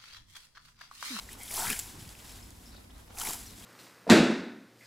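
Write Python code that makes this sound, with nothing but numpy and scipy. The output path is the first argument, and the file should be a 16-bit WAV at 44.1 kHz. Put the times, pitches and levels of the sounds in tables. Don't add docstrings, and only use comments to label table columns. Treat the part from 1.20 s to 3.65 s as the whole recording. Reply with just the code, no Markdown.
import sys
import numpy as np
from scipy import signal
from scipy.fft import rfft, irfft, next_fast_len
from scipy.io import wavfile
from scipy.ndimage import map_coordinates

SR = 44100
rng = np.random.default_rng(int(sys.argv[2]) if len(sys.argv) > 2 else 0)


def field_ratio(decibels):
    return 10 ** (np.asarray(decibels, dtype=float) / 20)


def dump(signal):
    limited = np.clip(np.atleast_2d(signal).T, -1, 1)
    pcm = np.round(limited * 32767).astype(np.int16)
    wavfile.write(sys.argv[1], SR, pcm)


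N = 108045
T = np.arange(N) / SR


def unit(x):
    return x / np.sqrt(np.mean(x ** 2) + 1e-20)


def along(points, hz):
    f, v = np.transpose(points)
    return np.interp(np.log(hz + 1), np.log(f + 1), v)


def curves(rows):
    s, *columns = np.transpose(rows)
    return [np.interp(T, s, column) for column in columns]


def wobble(rate):
    knots = rng.standard_normal(int(N * rate / SR) + 4)
    return map_coordinates(knots, [np.arange(N) * rate / SR])


def filtered(x, response):
    m = next_fast_len(N + 8192)
    return irfft(rfft(x, m) * response(np.fft.rfftfreq(m, 1 / SR)), m)[..., :N]


def humps(rows):
    return lambda f: field_ratio(sum(db * np.exp(-((f - hz) / width) ** 2) for hz, width, db in rows))


def band(hz, width_hz):
    noise = rng.standard_normal(N)
    return unit(filtered(noise, lambda f: np.exp(-((f - hz) / width_hz) ** 2)))


def overlay(s, waves):
    size = waves.shape[1]
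    at = (s * SR).astype(int)[:, None] + np.arange(size)
    return np.bincount(at.ravel(), waves.ravel(), N + size)[:N]


def rings(s, db, hz, cycles, size):
    t = np.arange(size) / SR
    decay = np.exp(-t * hz[:, None] / cycles)
    return overlay(s, field_ratio(db)[:, None] * np.sin(2 * np.pi * hz[:, None] * t) * decay)


def crackle(spectrum, clump_db, grain_db, spike_db, count):
    draw = rng.random((count, 3))
    grain_s, grain_hz = draw[:, 0] * (N - 1) / SR, 3000 + 12500 * draw[:, 2]
    peak_db = -spike_db * np.log(draw[:, 1] + 0.013)
    grains = rings(grain_s, peak_db, grain_hz, cycles=5.4, size=200)
    clumps = field_ratio(clump_db * (wobble(150) + wobble(40.1)))
    rough = (rng.standard_normal(N) + field_ratio(grain_db) * unit(grains)) * clumps
    return unit(filtered(rough, lambda hz: field_ratio(along(spectrum, hz))))


def spread(x, alike, pan=((1, 0),), smear_s=0.024):
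    t = T[:int(4 * smear_s * SR)]
    smear = rng.standard_normal(len(t)) * np.exp(-t / smear_s)
    copy = signal.fftconvolve(x, smear / np.linalg.norm(smear))[:N]

    def mid_side(hz):
        turn = np.arccos(np.clip(along(alike, hz), -1, 1)) / 2
        return np.array([np.cos(turn), np.sin(turn)])

    mid, side = filtered(np.array([x, copy]), mid_side)
    left_right = np.array([mid + side, mid - side])
    return filtered(left_right, lambda hz: field_ratio(along(pan, hz) * np.array([[1], [-1]])))


# time in seconds, level in dB.
RUSTLE_LEVEL = [(0, -49), (.04, -53), (.14, -49), (.17, -57), (.22, -57.5), (.7, -50), (.78, -54),
                (.9, -51.5), (.94, -55.5), (1.1, -49.5), (1.3, -60), (1.45, -59.5), (1.75, -72), (1.8, -61),
                (1.9, -69.5), (2.2, -49), (2.38, -54), (2.43, -51)]
# pitch in Hz, level in dB per Hz.
SETTLE_COLOUR = [(300, -2.5), (560, -10), (900, -7), (2000, -13), (3500, -11), (8000, -11.5),
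                 (11000, -14.5), (15800, -15)]


def settling():
    level_db, = curves(RUSTLE_LEVEL)
    brushes = crackle(SETTLE_COLOUR, clump_db=1.15, grain_db=-7, spike_db=4.0, count=9000)
    return field_ratio(level_db + 0.6 * wobble(13.245)) * brushes


# pitch in Hz, level in dB per Hz.
RUMBLE_COLOUR = [(12, -40), (28, -9.5), (50, -2), (66, -9.5), (126, -18), (280, -17.5), (380, -23.5),
                 (600, -39.5)]
# pitch in Hz, width in Hz, level in dB.
MOTOR_LINES = [
    (51, 10, -68.5),
    (98, 6.164, -61.5),
]
# time in seconds, drone level in dB, rumble level in dB.
TRAFFIC_LEVEL = [
    (0, -66.5, -54),
    (.3, -60.5, -56.5),
    (.6, -84, -55),
    (1.3, -62, -53),
    (1.75, -65, -54.5),
    (2.0, -67, -54.5),
    (2.25, -60, -53.5),
    (2.45, -58, -59),
]


def traffic():
    drone_db, rumble_db = curves(TRAFFIC_LEVEL)
    rolling = crackle(RUMBLE_COLOUR, clump_db=0.75, grain_db=-40, spike_db=0, count=9)
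    rumble = field_ratio(rumble_db + 1.3 * wobble(2.6)) * rolling
    hum = sum(field_ratio(db) * band(hz, width) for hz, width, db in MOTOR_LINES)
    drone = field_ratio(drone_db) * band(hz=232.5, width_hz=60)
    return rumble + hum + drone


# pitch in Hz, level in dB per Hz.
HISS_COLOUR = [(250, -19), (450, 8), (1000, 5.5), (2500, -2), (6000, -6), (15800, -47), (17000, -48.5)]


def hiss():
    air = crackle(HISS_COLOUR, clump_db=2.7, grain_db=-40, spike_db=-1, count=9)
    return field_ratio(-59.5 + 0.46 * wobble(6.8)) * air


# pitch in Hz, likeness (1 is the same).
ALIKE_FAR_AWAY = [(30, .999), (80, 1), (200, 0.95), (400, 0.058), (2000, 0.043), (5000, 0.17),
                  (12000, 0.45)]


def field():
    return spread(traffic() + hiss(), ALIKE_FAR_AWAY, smear_s=0.082)


# time in seconds, peak in dB,
# pitch in Hz.
STEM_SNAPS = [(0.0895, -32.5, 1920), (0.1301, -29.5, 10900), (0.2327, -26, 10400), (0.2787, -28, 3500),
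              (0.3073, -32.5, 2320), (0.3116, -21, 9690), (0.3394, -18.5, 9600), (0.3587, -18, 10260),
              (0.3816, -20, 7260), (0.5013, -17, 2490), (0.5096, -24.5, 2450), (0.528, -23.5, 1730),
              (0.5907, -14.5, 7700), (0.596, -16, 6950), (0.851, -38.5, 2578), (0.8904, -32, 4700),
              (0.951, -36.5, 2600), (1.3047, -35, 6600), (1.78, -42, 8500), (1.972, -34, 2500),
              (1.9848, -20, 7200), (1.9981, -21, 7150), (2.0148, -24, 7220), (2.0355, -20, 10800),
              (2.049, -20, 11100), (2.0705, -25.5, 2300), (2.0875, -20, 7240), (2.107, -20.5, 7200),
              (2.133, -19, 7248), (2.4085, -40, 6460), (2.4285, -45, 9600),
              (0.5017, -12, 9800),
    (.599, -29, 10100),
]


def snaps():
    s, db, hz = np.transpose(STEM_SNAPS)
    s, db = s + .0008, db - 8
    t, f = np.arange(512) / SR, np.fft.rfftfreq(512, 1 / SR)
    colour = 0.45 + 0.49 * np.exp(-(np.log((f + 1) / hz[:, None]) / 0.57) ** 2)
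    noise = irfft(rfft(rng.standard_normal((len(s), 512))) * colour * f / (f + 1500))
    attack, decay_s = 1 - np.exp(-t / 0.00062), .011
    crack = field_ratio(db[:, None] + 5 - 60 * t / decay_s) * attack * noise
    return rings(s, db, hz, cycles=5, size=600) + overlay(s, crack)


# start in seconds, end in seconds, level in dB, pitch in Hz, width in Hz.
BLADE_BRUSH = (.175, .31, -58, 3250, 220)


def scrape():
    start, end, db, hz, width = BLADE_BRUSH
    swell = np.sin(np.pi * np.clip((T - start) / (end - start), 0, 1))
    return field_ratio(db + 3.854 * wobble(52.3)) * swell * (band(hz, width) + band(2 * hz / 3, width))


# pitch in Hz, level in dB per Hz.
CUT_COLOUR = [(90, -15.5), (300, -18.5), (560, -9.5), (900, -12), (1500, -17), (3600, -18), (6000, -13),
              (15800, -14)]
# time in seconds, cut level in dB, blade ring level in dB, ring pitch in Hz.
FIRST_SWEEP = [
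    (.2, -51, -57.5, 774),
    (.295, -45, -85, 824),
    (.31, -42, -53.5, 794),
    (.36, -36.5, -51.5, 810),
    (.4, -35, -42, 940),
    (.45, -33.5, -44, 1200),
    (.51, -36, -40, 2000),
    (.575, -40.5, -53.5, 2200),
    (.69, -52.5, -72, 2200),
]
# time in seconds, cut level in dB, blade ring level in dB, ring pitch in Hz.
SECOND_SWEEP = [
    (1.94, -57, -65, 885),
    (1.972, -47, -53, 850),
    (1.99, -39.5, -45, 920),
    (2.02, -38, -50.5, 1180),
    (2.1, -34, -43, 880),
    (2.135, -40.5, -53, 1090),
    (2.15, -42.5, -54, 1000),
    (2.25, -59.5, -86, 1033),
]


def stroke(rows):
    cut_db, ring_db, ring_hz = curves(rows)
    first_s, last_s, fade_s = rows[0][0], rows[-1][0], .06
    fade_in = np.clip(1 + 2 * (T - first_s) / fade_s, 0, 1)
    fade_out = np.clip((last_s + fade_s - T) / fade_s, 0, 1)
    draw = rng.random((6000, 3))
    s = draw[:, 0] * (N - 1) / SR
    hz = ring_hz[(s * SR).astype(int)] * np.exp(0.82 * (draw[:, 1] - .5))
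    ring = unit(rings(s, -2 * np.log(draw[:, 2] + 0.041), hz, cycles=2.4, size=900))
    cut = crackle(CUT_COLOUR, clump_db=1.08, grain_db=-2.5, spike_db=2.0, count=9000)
    return fade_in * fade_out * (field_ratio(cut_db) * cut + field_ratio(ring_db + 1.1 * wobble(90)) * ring)


# time in seconds, peak in dB, pitch in Hz.
BLADE_KNOCKS = [(.378, -31, 975), (.388, -35.5, 850), (.395, -33, 895), (.404, -31.5, 910), (.42, -44, 904),
                (.442, -31.5, 944), (.452, -31, 1340), (.462, -36, 1510), (.47, -33.5, 2300),
                (0.516, -32, 2500), (.53, -28, 3080), (.562, -38, 2300), (2.009, -34, 3100),
                (2.015, -32.5, 3140), (2.015, -32.5, 1360), (2.033, -35.5, 855), (2.042, -41, 900),
                (2.053, -34.5, 2200), (2.075, -35.5, 895), (2.106, -34.5, 1012), (2.135, -38.5, 1310),
                (2.155, -42, 1000)]


def knocks():
    s, db, hz = np.transpose(BLADE_KNOCKS)
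    return rings(s, db, hz, cycles=4.86, size=1200)


# time in seconds, level in dB, pitch in Hz, length in seconds.
GROUND_THUDS = [
    (0.745, -50, 180, 0.016),
    (0.778, -48, 120, 0.029),
    (0.775, -55, 280, 0.027),
    (0.825, -50.5, 150, 0.023),
    (0.87, -52, 120, 0.019),
    (2.09, -48, 300, 0.03),
    (0.481, -45.5, 145, 0.027),
    (2.4, -58, 240, 0.031),
    (0.516, -43, 300, 0.021),
]


def thuds():
    return sum(field_ratio(db) * np.exp(-((T - s) / length) ** 2) * band(hz, .9 * hz)
               for s, db, hz, length in GROUND_THUDS)


# pitch in Hz, width in Hz, gain in dB.
GROUND_ECHO = [(570, 85, -12), (1210, 160, -3.5), (2200, 810, 3), (8900, 200, -0.5), (5100, 440, 1.5)]
# pitch in Hz, half the difference in dB.
GRASS_LEAN = [(500, .2), (2000, .3), (2800, .05), (6500, .05), (8500, 1.1), (13000, 1.1)]
# pitch in Hz, likeness (1 is the same).
ALIKE_AT_BLADE = [(100, .99), (600, .98), (1000, .92), (1700, .95), (2200, .999), (16000, .9995)]
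# pitch in Hz, likeness (1 is the same).
ALIKE_SCATTERED = [(300, .9), (1500, .8), (3500, .92), (5000, .985), (6500, .998), (16000, .995)]
# time in seconds, width in seconds, half the left-right difference in dB.
SWING_LEFT = (.5, .06, .9)


def grass():
    loose = filtered(settling(), humps(GROUND_ECHO))
    blade = snaps() + scrape() + stroke(FIRST_SWEEP) + stroke(SECOND_SWEEP) + knocks() + thuds()
    near = filtered(blade, humps(GROUND_ECHO))
    s, width, lean_db = SWING_LEFT
    swing_db = lean_db * np.exp(-((T - s) / width) ** 2) * np.array([[1], [-1]])
    return field_ratio(swing_db) * spread(near, ALIKE_AT_BLADE, GRASS_LEAN) + spread(loose, ALIKE_SCATTERED, GRASS_LEAN)


# time in seconds, level in dB, start pitch in Hz, end pitch in Hz, length in seconds.
CLEAR_CHIRPS = [(1.1, -62, 5600, 9700, 0.013), (1.7, -61, 2500, 4200, 0.0154),
                (1.222, -56, 5100, 5300, 0.014), (1.1, -60, 5800, 4500, 0.013),
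                (2.29, -71, 4600, 7600, .04), (2.272, -60, 4400, 3950, .028),
                (1.343, -74, 4800, 4874, .012), (1.368, -66, 7500, 4500, 0.0073),
                (1.739, -68, 3400, 4500, 0.016), (1.757, -65, 4372, 3700, 0.012),
                (1.787, -67.5, 3143, 3360, 0.026), (0.78, -67, 4000, 3020, 0.032)]


def chirps():
    x = np.zeros(N)
    for s, db, start_hz, end_hz, length in CLEAR_CHIRPS:
        u = np.clip((T - s) / length, 0, 1)
        cycles = length * (start_hz * u + (end_hz - start_hz) * u * u / 2)
        x += field_ratio(db + 4.5) * np.sin(np.pi * u) * np.sin(2 * np.pi * cycles)
    return x


# time in seconds, level in dB, length in seconds, first pitch in Hz.
HOARSE_CALLS = [
    (1.074, -56, 0.13, 5550),
    (1.453, -54.5, 0.13, 5480),
    (2.256, -51, 0.08, 5830),
]


def calls():
    x, width_hz = np.zeros(N), 320
    for s, db, length, first_hz in HOARSE_CALLS:
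        u = np.clip(T - s, 0, None)
        shape = np.minimum(u / .011, 1) * np.exp(-u / (.22 * length))
        voice = band(first_hz, width_hz / 2) + field_ratio(-5) * band(5000, width_hz / 2)
        high = field_ratio(3.1 * wobble(90)) * shape * voice
        late = np.sin(np.pi * np.clip((u - .018) / length, 0, 1))
        trill = band(3820, width_hz) + band(4500, 2 * width_hz)
        low = field_ratio(4.9 * wobble(60)) * late * trill
        x += field_ratio(db) * (high + field_ratio(-11) * low)
    return x


def birds():
    x = chirps() + calls()
    echo_s, wet_db, pan_db = .35, -5, 3
    tail = rng.standard_normal((2, SR // 4)) * field_ratio(-60 * T[:SR // 4] / echo_s)
    wet = signal.fftconvolve(x[None], tail / np.linalg.norm(tail[0]), axes=1)[:, :N]
    return (x + field_ratio(wet_db) * wet) * field_ratio([[pan_db / 2], [-pan_db]])


def scene():
    return grass() + field() + birds()


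# pitch in Hz, width in Hz, gain in dB.
CAPSULE = [(7610, 620, 3.5), (10550, 1040, 4.5), (15900, 870, -8)]


def microphone(dry):
    return filtered(dry, lambda f: humps(CAPSULE)(f) * (f < 15790))


def low_pass(x):
    return signal.sosfilt(signal.butter(12, 16250, fs=SR, output="sos"), x)


def record(dry):
    mix = microphone(dry)
    return low_pass(mix)


dry = scene()
out = record(dry)
dump(out)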